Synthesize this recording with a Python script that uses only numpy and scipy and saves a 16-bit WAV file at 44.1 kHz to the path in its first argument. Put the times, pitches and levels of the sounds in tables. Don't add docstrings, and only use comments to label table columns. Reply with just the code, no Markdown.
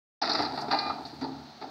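import sys
import numpy as np
from scipy import signal
from scipy.fft import rfft, irfft
from scipy.io import wavfile

SR = 44100
rng = np.random.default_rng(int(sys.argv[2]) if len(sys.argv) > 2 else 0)


def put_to_file(sound):
    columns = np.atleast_2d(sound).T
    safe = np.clip(columns, -1, 1)
    whole_steps = np.round(safe * 32767)
    wavfile.write(sys.argv[1], SR, whole_steps.astype(np.int16))


N = 74970
T = np.arange(N) / SR
START_S = 0.2145


def amp(db):
    return 10 ** (np.asarray(db) / 20)


def evened(x):
    return x / np.sqrt(np.mean(x ** 2) + 1e-20)


def decay(t, t60_s):
    return np.exp(-np.log(1000) * t / t60_s)


def onset(t, rise_s):
    return 1 - np.exp(-t / rise_s)


def add(mix, start_s, sound):
    part = mix[max(round(start_s * SR), 0):][:len(sound)]
    part += sound[:len(part)]


def curve(rows, column=1):
    rows = np.array(rows)
    return amp(np.interp(T, rows[:, 0], rows[:, column]))


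def taps(points, size=4096):
    hz, db = np.transpose(points)
    grid_hz = abs(np.fft.fftfreq(size, 1 / SR)) + 1
    log_gain = np.log(amp(np.interp(np.log(grid_hz), np.log(hz), db)))
    spectrum = np.exp(np.conj(signal.hilbert(log_gain)))
    return np.fft.ifft(spectrum).real[:size // 2]


def colour(x, response):
    return signal.fftconvolve(x, response)[:len(x)]


def band(x, low_hz, high_hz):
    edges_hz = [low_hz, min(high_hz, SR / 2 - 1)]
    return signal.sosfilt(signal.butter(3, edges_hz, "band", fs=SR, output="sos"), x)


def drift(rate_hz):
    lowpass = np.exp(-(np.fft.rfftfreq(N, 1 / SR) / rate_hz) ** 2)
    return evened(irfft(rfft(rng.standard_normal(N)) * lowpass, N))


def grains(per_s, spread_db, size=N):
    hit = rng.random(size) < per_s / SR
    strength = np.minimum(rng.exponential(1, size), np.pi)
    sign = rng.choice([-1., 1.], size)
    return evened(hit * amp(spread_db * strength) * sign)


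# start in seconds, then relative levels in dB of thud, clang, knock and crack.
STONE_HITS = [(.216, -61, -34, -40.5, -28.5), (.221, -43, -30.5, -35, -32), (.235, -44, -28.5, -35.5, -50),
              (.273, -53, -35, -33.5, -44), (.293, -32.5, -29, -31.5, -24.5), (.316, -46, -43, -50, -32.5),
              (.335, -36, -39, -37.5, -38), (.349, -39, -30, -30.5, -23.5),
              (.389, -34, -25.5, -31.5, -34.5), (.399, -31.5, -26.5, -44, -43),
              (.421, -43, -59, -37.5, -35), (.451, -48, -54, -38.5, -37.5), (.530, -37.5, -35, -59, -60),
              (.574, -43.5, -29.5, -38.5, -38.5), (.586, -49, -38, -54, -41), (.617, -55, -41, -63, -44),
              (.636, -46, -33, -66, -57), (.681, -34, -33.5, -44, -45), (.711, -41, -24.5, -29.5, -27),
              (.724, -34.5, -22, -31, -30), (.742, -37, -26.5, -37.5, -34.5), (.785, -50, -43, -41, -30),
              (.857, -38, -33.5, -44, -55), (.898, -42.5, -30, -41, -63), (.982, -47, -35, -75, -50.5),
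              (.993, -40, -44, -67, -73), (1.050, -55, -42, -54, -40.5), (1.123, -43.5, -45, -65, -60),
              (1.211, -47, -41, -43.5, -41.5), (1.226, -41.5, -37.5, -49, -44),
              (1.241, -38, -30, -47.5, -43), (1.285, -39, -43, -65, -63), (1.613, -44, -41, -46, -50),
              (1.622, -40, -43, -44, -47.5), (1.638, -42, -38.5, -57, -50)]
# low edge in Hz, high edge in Hz,
# burst t60 in seconds, tail level in dB re burst, tail t60 in seconds.
STONE_REGISTERS = [(168, 523, 0.086, -12.5, 0.68), (523, 1100, 0.058, -13, 0.52),
                   (1220, 3220, 0.11, -16.5, 0.67), (3250, 6250, 0.059, -16, 0.32)]
# frequency in Hz, gain in dB.
CLATTER_COLOUR = [(100, -12.5), (190, -16), (275, 2.5), (370, -6), (450, -5), (540, -14), (670, 1),
                  (870, 4.5), (1070, -11.5), (1330, -4), (1550, -13), (1850, -12), (2300, -20),
                  (2600, -20.5), (3150, -31.5), (3550, -14.5), (4250, -7.5), (4750, -4), (5100, -17),
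                  (5500, -17.5), (6250, -41), (9000, -52), (15500, -56)]
STONES_GAIN_DB = 2
STRIKE_RISE_S, TAIL_RISE_S = 0.0011, 0.011
CRUMBLE_PER_S, CRUMBLE_SPREAD_DB = 9000, 2.5
FIRST_LIFT_RATIO, SETTLE_S = 0.071, 0.2


def stones(size=26000):
    out, t = np.zeros(N), np.arange(size) / SR
    plain = taps(CLATTER_COLOUR)
    for start_s, *levels_db in STONE_HITS:
        lift = 1 + FIRST_LIFT_RATIO * np.exp(-(start_s - START_S) / SETTLE_S)
        lifted = taps([(hz * lift, db) for hz, db in CLATTER_COLOUR])
        responses = [plain] * (len(STONE_REGISTERS) - 1) + [lifted]
        for level_db, response, register in zip(levels_db, responses, STONE_REGISTERS):
            low_hz, high_hz, burst_t60_s, tail_db, tail_t60_s = register
            voice = band(response, low_hz, high_hz)
            burst_part = (burst_t60_s, 0, STRIKE_RISE_S)
            tail_part = (tail_t60_s, tail_db, TAIL_RISE_S)
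            for t60_s, part_db, rise_s in (burst_part, tail_part):
                shape = onset(t, rise_s) * decay(t, t60_s)
                crunch = grains(CRUMBLE_PER_S, CRUMBLE_SPREAD_DB, size) * shape
                sound = evened(colour(crunch, voice)) * np.sqrt(np.mean(shape ** 2))
                add(out, start_s, sound * amp(level_db + part_db + STONES_GAIN_DB))
    return out


# frequency in Hz, bandwidth in Hz, level in dB.
SIDE_WALL_MODES = [(438, 7.1, -3), (1250, 23, -0.5), (1357, 10, 0), (4100, 15, 3.5), (4350, 30, 5.5),
                   (4640, 18, 2.5), (4890, 15, 6)]


def walls(blows):
    ring = np.zeros(N)
    for hz, width_hz, db in SIDE_WALL_MODES:
        unit_peak = 2 * np.pi * width_hz / SR
        ring += amp(db) * unit_peak * np.exp(-np.pi * width_hz * T) * np.sin(2 * np.pi * hz * T)
    return blows + colour(blows, ring)


# start in seconds, relative level in dB, centre pitch in Hz, t60 in seconds.
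ROCK_CLINKS = [(.2205, -16, 805, 0.032), (0.3162, -20.5, 4274, 0.042), (0.334, -30.5, 5300, 0.03),
               (.422, -31.5, 4750, 0.042), (.451, -29.5, 4630, 0.025), (.461, -30, 4130, 0.034),
               (.617, -36, 4650, 0.036), (.741, -15.5, 813, 0.041), (.789, -24, 4250, 0.055),
               (.898, -22.5, 1235, 0.077), (1.052, -35, 4400, 0.037), (1.24, -38, 4400, 0.044),
               (1.623, -35, 807, 0.081)]
# ratio to the centre pitch, relative level in dB.
CLINK_PARTIALS = [(0.921, -9), (0.999, -1.5), (1.069, -4)]
ROCKS_GAIN_DB, ROCK_RISE_CYCLES = 2.0, 2.15


def rocks():
    out = np.zeros(N)
    for start_s, db, hz, t60_s in ROCK_CLINKS:
        ring = sum(amp(partial_db) * np.sin(2 * np.pi * (hz * ratio * T + rng.random()))
                   for ratio, partial_db in CLINK_PARTIALS)
        shape = onset(T, ROCK_RISE_CYCLES / hz) * decay(T, t60_s)
        add(out, start_s, amp(db + ROCKS_GAIN_DB) * ring * shape)
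    return out


# start in seconds, relative level in dB, t60 in seconds.
GRIT_CHIPS = [(0.292, -60, 0.046), (0.336, -55, 0.033), (0.419, -59, 0.088), (0.611, -56.5, 0.1),
              (0.712, -60, 0.17), (1.066, -64, .12), (1.211, -62, .08)]
# frequency in Hz, gain in dB.
GRIT_COLOUR = [(800, -12), (2200, 3), (3200, -11), (5500, 18.5), (7000, 4.5), (9500, -5.5), (15500, -17)]
CHIPS_GAIN_DB, CHIP_GRAINS_PER_S, CHIP_SPREAD_DB = 8.5, 5500, 4.4


def chips():
    out, response = np.zeros(N), taps(GRIT_COLOUR)
    for start_s, db, t60_s in GRIT_CHIPS:
        spray = evened(colour(grains(CHIP_GRAINS_PER_S, CHIP_SPREAD_DB), response))
        add(out, start_s, amp(db + CHIPS_GAIN_DB) * spray * decay(T, t60_s))
    return out


# start in seconds, relative level in dB, ratio applied to the floor's pitches.
HEAVY_LUMPS = [(0.394, -44, 1.1), (1.215, -30, 1.004), (1.232, -40, 1.24), (1.368, -45.5, .97)]
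# frequency in Hz at ratio 1, relative level in dB, t60 in seconds.
BED_FLOOR_MODES = [(145.5, -18, 1), (257.5, 3.5, 0.29), (268.4, 3.5, 0.46), (332, -3, 0.22),
                   (444.6, -11.5, .38), (690, -13.5, .45), (950, -17.5, 0.67)]


def lumps():
    out = np.zeros(N)
    for start_s, db, ratio in HEAVY_LUMPS:
        ring = sum(amp(mode_db - 60 * T / t60_s) * np.sin(2 * np.pi * hz * ratio * T)
                   for hz, mode_db, t60_s in BED_FLOOR_MODES)
        add(out, start_s, amp(db) * ring * onset(T, 0.013))
    return out


# start in seconds, relative level in dB, frequency in Hz.
FRAME_JOLTS = [(.395, -40, 120.4), (.402, -41.5, 89.5), (0.881, -47, 93.2), (1.631, -48.5, 129)]


def jolts():
    out = np.zeros(N)
    for start_s, db, hz in FRAME_JOLTS:
        shape = onset(T, 0.0057) * np.exp(-T / 0.033)
        add(out, start_s, amp(db) * np.sin(2 * np.pi * hz * T) * shape)
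    return out


# time in seconds, then levels in dB of the body, the treble and the sandy fizz.
SLIDE_LEVELS = [(.215, -36, -33, -81), (.3, -36, -35.5, -73), (.42, -33.5, -36, -67),
                (.49, -40, -45.5, -70.5), (.6, -37, -44.5, -65), (.66, -40, -52.5, -71),
                (.75, -41, -41.5, -68.5), (.9, -40.5, -46.5, -71.5), (1.0, -42, -60, -70.5),
                (1.09, -55, -52.5, -71.5), (1.19, -52.5, -59.5, -73), (1.33, -49, -62, -74.5),
                (1.55, -57, -65, -77), (1.7, -50, -74, -76.5)]
SOIL_PER_S, SOIL_SPREAD_DB = 2200, 1.5
GRAVEL_PER_S, GRAVEL_SPREAD_DB = 1300, 1.3
SAND_PER_S, SAND_SPREAD_DB = 8700, 2.4
SAND_FLUTTER_DB, SAND_FLUTTER_HZ = 0.95, 50


def slide():
    response = taps(CLATTER_COLOUR)
    sand_response = taps([(2000, -26), (6000, 1.5), (8000, 3), (10000, -2.5), (15500, -4.5)])
    body = evened(band(colour(grains(SOIL_PER_S, SOIL_SPREAD_DB), response), 183, 1470))
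    gravel = evened(band(colour(grains(GRAVEL_PER_S, GRAVEL_SPREAD_DB), response), 1630, 13500))
    sand = evened(colour(grains(SAND_PER_S, SAND_SPREAD_DB), sand_response))
    flutter = amp(SAND_FLUTTER_DB * drift(SAND_FLUTTER_HZ))
    return (body * curve(SLIDE_LEVELS, 1) + gravel * curve(SLIDE_LEVELS, 2)
            + sand * curve(SLIDE_LEVELS, 3) * flutter)


# multiple of the pitch, relative level in dB at mid-toot, change over the toot in dB.
HORN_HARMONICS = [(1, -26, -2), (2, 5, -4.5), (3, 2, -2), (4, -9, -14), (5, -9.5, -6), (6, -8.5, 6),
                  (7, -18.5, -17), (9, -14.5, -9), (10, -2.5, 0), (11, -9.5, -5), (12, -9, 4.5)]
HORN_ON_S, HORN_OFF_S, HORN_RISE_S, HORN_T60_S = 0.706, 0.883, 0.0029, 0.28
HORN_HZ, HORN_GAIN_DB = 403, -39
HORN_RASP_RATIO, HORN_RASP_HZ = 0.0027, 200
HORN_FLUTTER_DB, HORN_FLUTTER_HZ = 2.46, 70


def horn():
    turns = np.cumsum(HORN_HZ * (1 + HORN_RASP_RATIO * drift(HORN_RASP_HZ))) / SR
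    progress = np.clip((T - HORN_ON_S) / (HORN_OFF_S - HORN_ON_S), 0, 1) - 0.5
    buzz = np.zeros(N)
    for multiple, db, change_db in HORN_HARMONICS:
        level_db = db + change_db * progress + HORN_FLUTTER_DB * drift(HORN_FLUTTER_HZ)
        buzz += amp(level_db) * np.cos(2 * np.pi * (multiple * turns + rng.random()))
    attack = np.clip((T - HORN_ON_S) / HORN_RISE_S, 0, 1)
    echo = decay(np.maximum(T - HORN_OFF_S, 0), HORN_T60_S)
    return amp(HORN_GAIN_DB) * buzz * attack * echo


# multiple of the firing rate, relative level in dB.
ENGINE_TONES = [(1, -15.5), (1.08, -7.5), (2, -1.5), (3, -3.5)]
# time in seconds, gain in dB on tones and rumble.
ENGINE_LEVELS = [(.2, -61.5), (.45, -49.5), (1.0, -55.5), (1.36, -50.5), (1.56, -63.5), (1.7, -63.5)]
# frequency in Hz, gain in dB.
RUMBLE_COLOUR = [(20, -36), (55, -29), (78, -17.5), (120, -3.5), (170, -17.5), (230, 3), (400, -28),
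                 (1500, -93)]
FIRING_HZ, FIRING_WANDER_RATIO, FIRING_WANDER_HZ = 73.3, 0.0047, 15
TONE_WANDER_DB, TONE_WANDER_HZ = 2.2, 7.9
RUMBLE_RE_TONES_DB = -0.5


def engine():
    turns = np.cumsum(FIRING_HZ * (1 + FIRING_WANDER_RATIO * drift(FIRING_WANDER_HZ))) / SR
    drone = np.zeros(N)
    for multiple, db in ENGINE_TONES:
        level_db = db + TONE_WANDER_DB * drift(TONE_WANDER_HZ)
        drone += amp(level_db) * np.cos(2 * np.pi * (multiple * turns + rng.random()))
    rumble = evened(colour(rng.standard_normal(N), taps(RUMBLE_COLOUR)))
    return (drone + amp(RUMBLE_RE_TONES_DB) * rumble) * curve(ENGINE_LEVELS)


# frequency in Hz, gain in dB.
WASH_COLOUR = [(30, -28), (130, -6.5), (260, 4), (500, -8.5), (720, 5), (1050, -7.5), (1350, -3.5),
               (2000, -10), (3150, -12.5), (4300, 0.5), (4900, -8.5), (6300, -16.5), (9500, -55),
               (15500, -29.5)]
WASH_DB, WASH_WANDER_DB, WASH_WANDER_HZ = -52, 0.54, 30


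def wash():
    noise = evened(colour(rng.standard_normal(N), taps(WASH_COLOUR)))
    return amp(WASH_DB + WASH_WANDER_DB * drift(WASH_WANDER_HZ)) * noise


def scene():
    load = walls(stones()) + rocks() + chips() + lumps() + jolts() + slide()
    return (load + horn() + engine() + wash())[None]


FADE_IN_S, EDGE_HZ = 0.0042, 15750


def record(dry):
    opened = dry * np.clip((T - START_S) / FADE_IN_S, 0, 1)
    lowpass = signal.firwin(511, EDGE_HZ, window=("kaiser", 9), fs=SR)
    return signal.oaconvolve(opened, lowpass[None], "same")


dry = scene()
out = record(dry)
put_to_file(out)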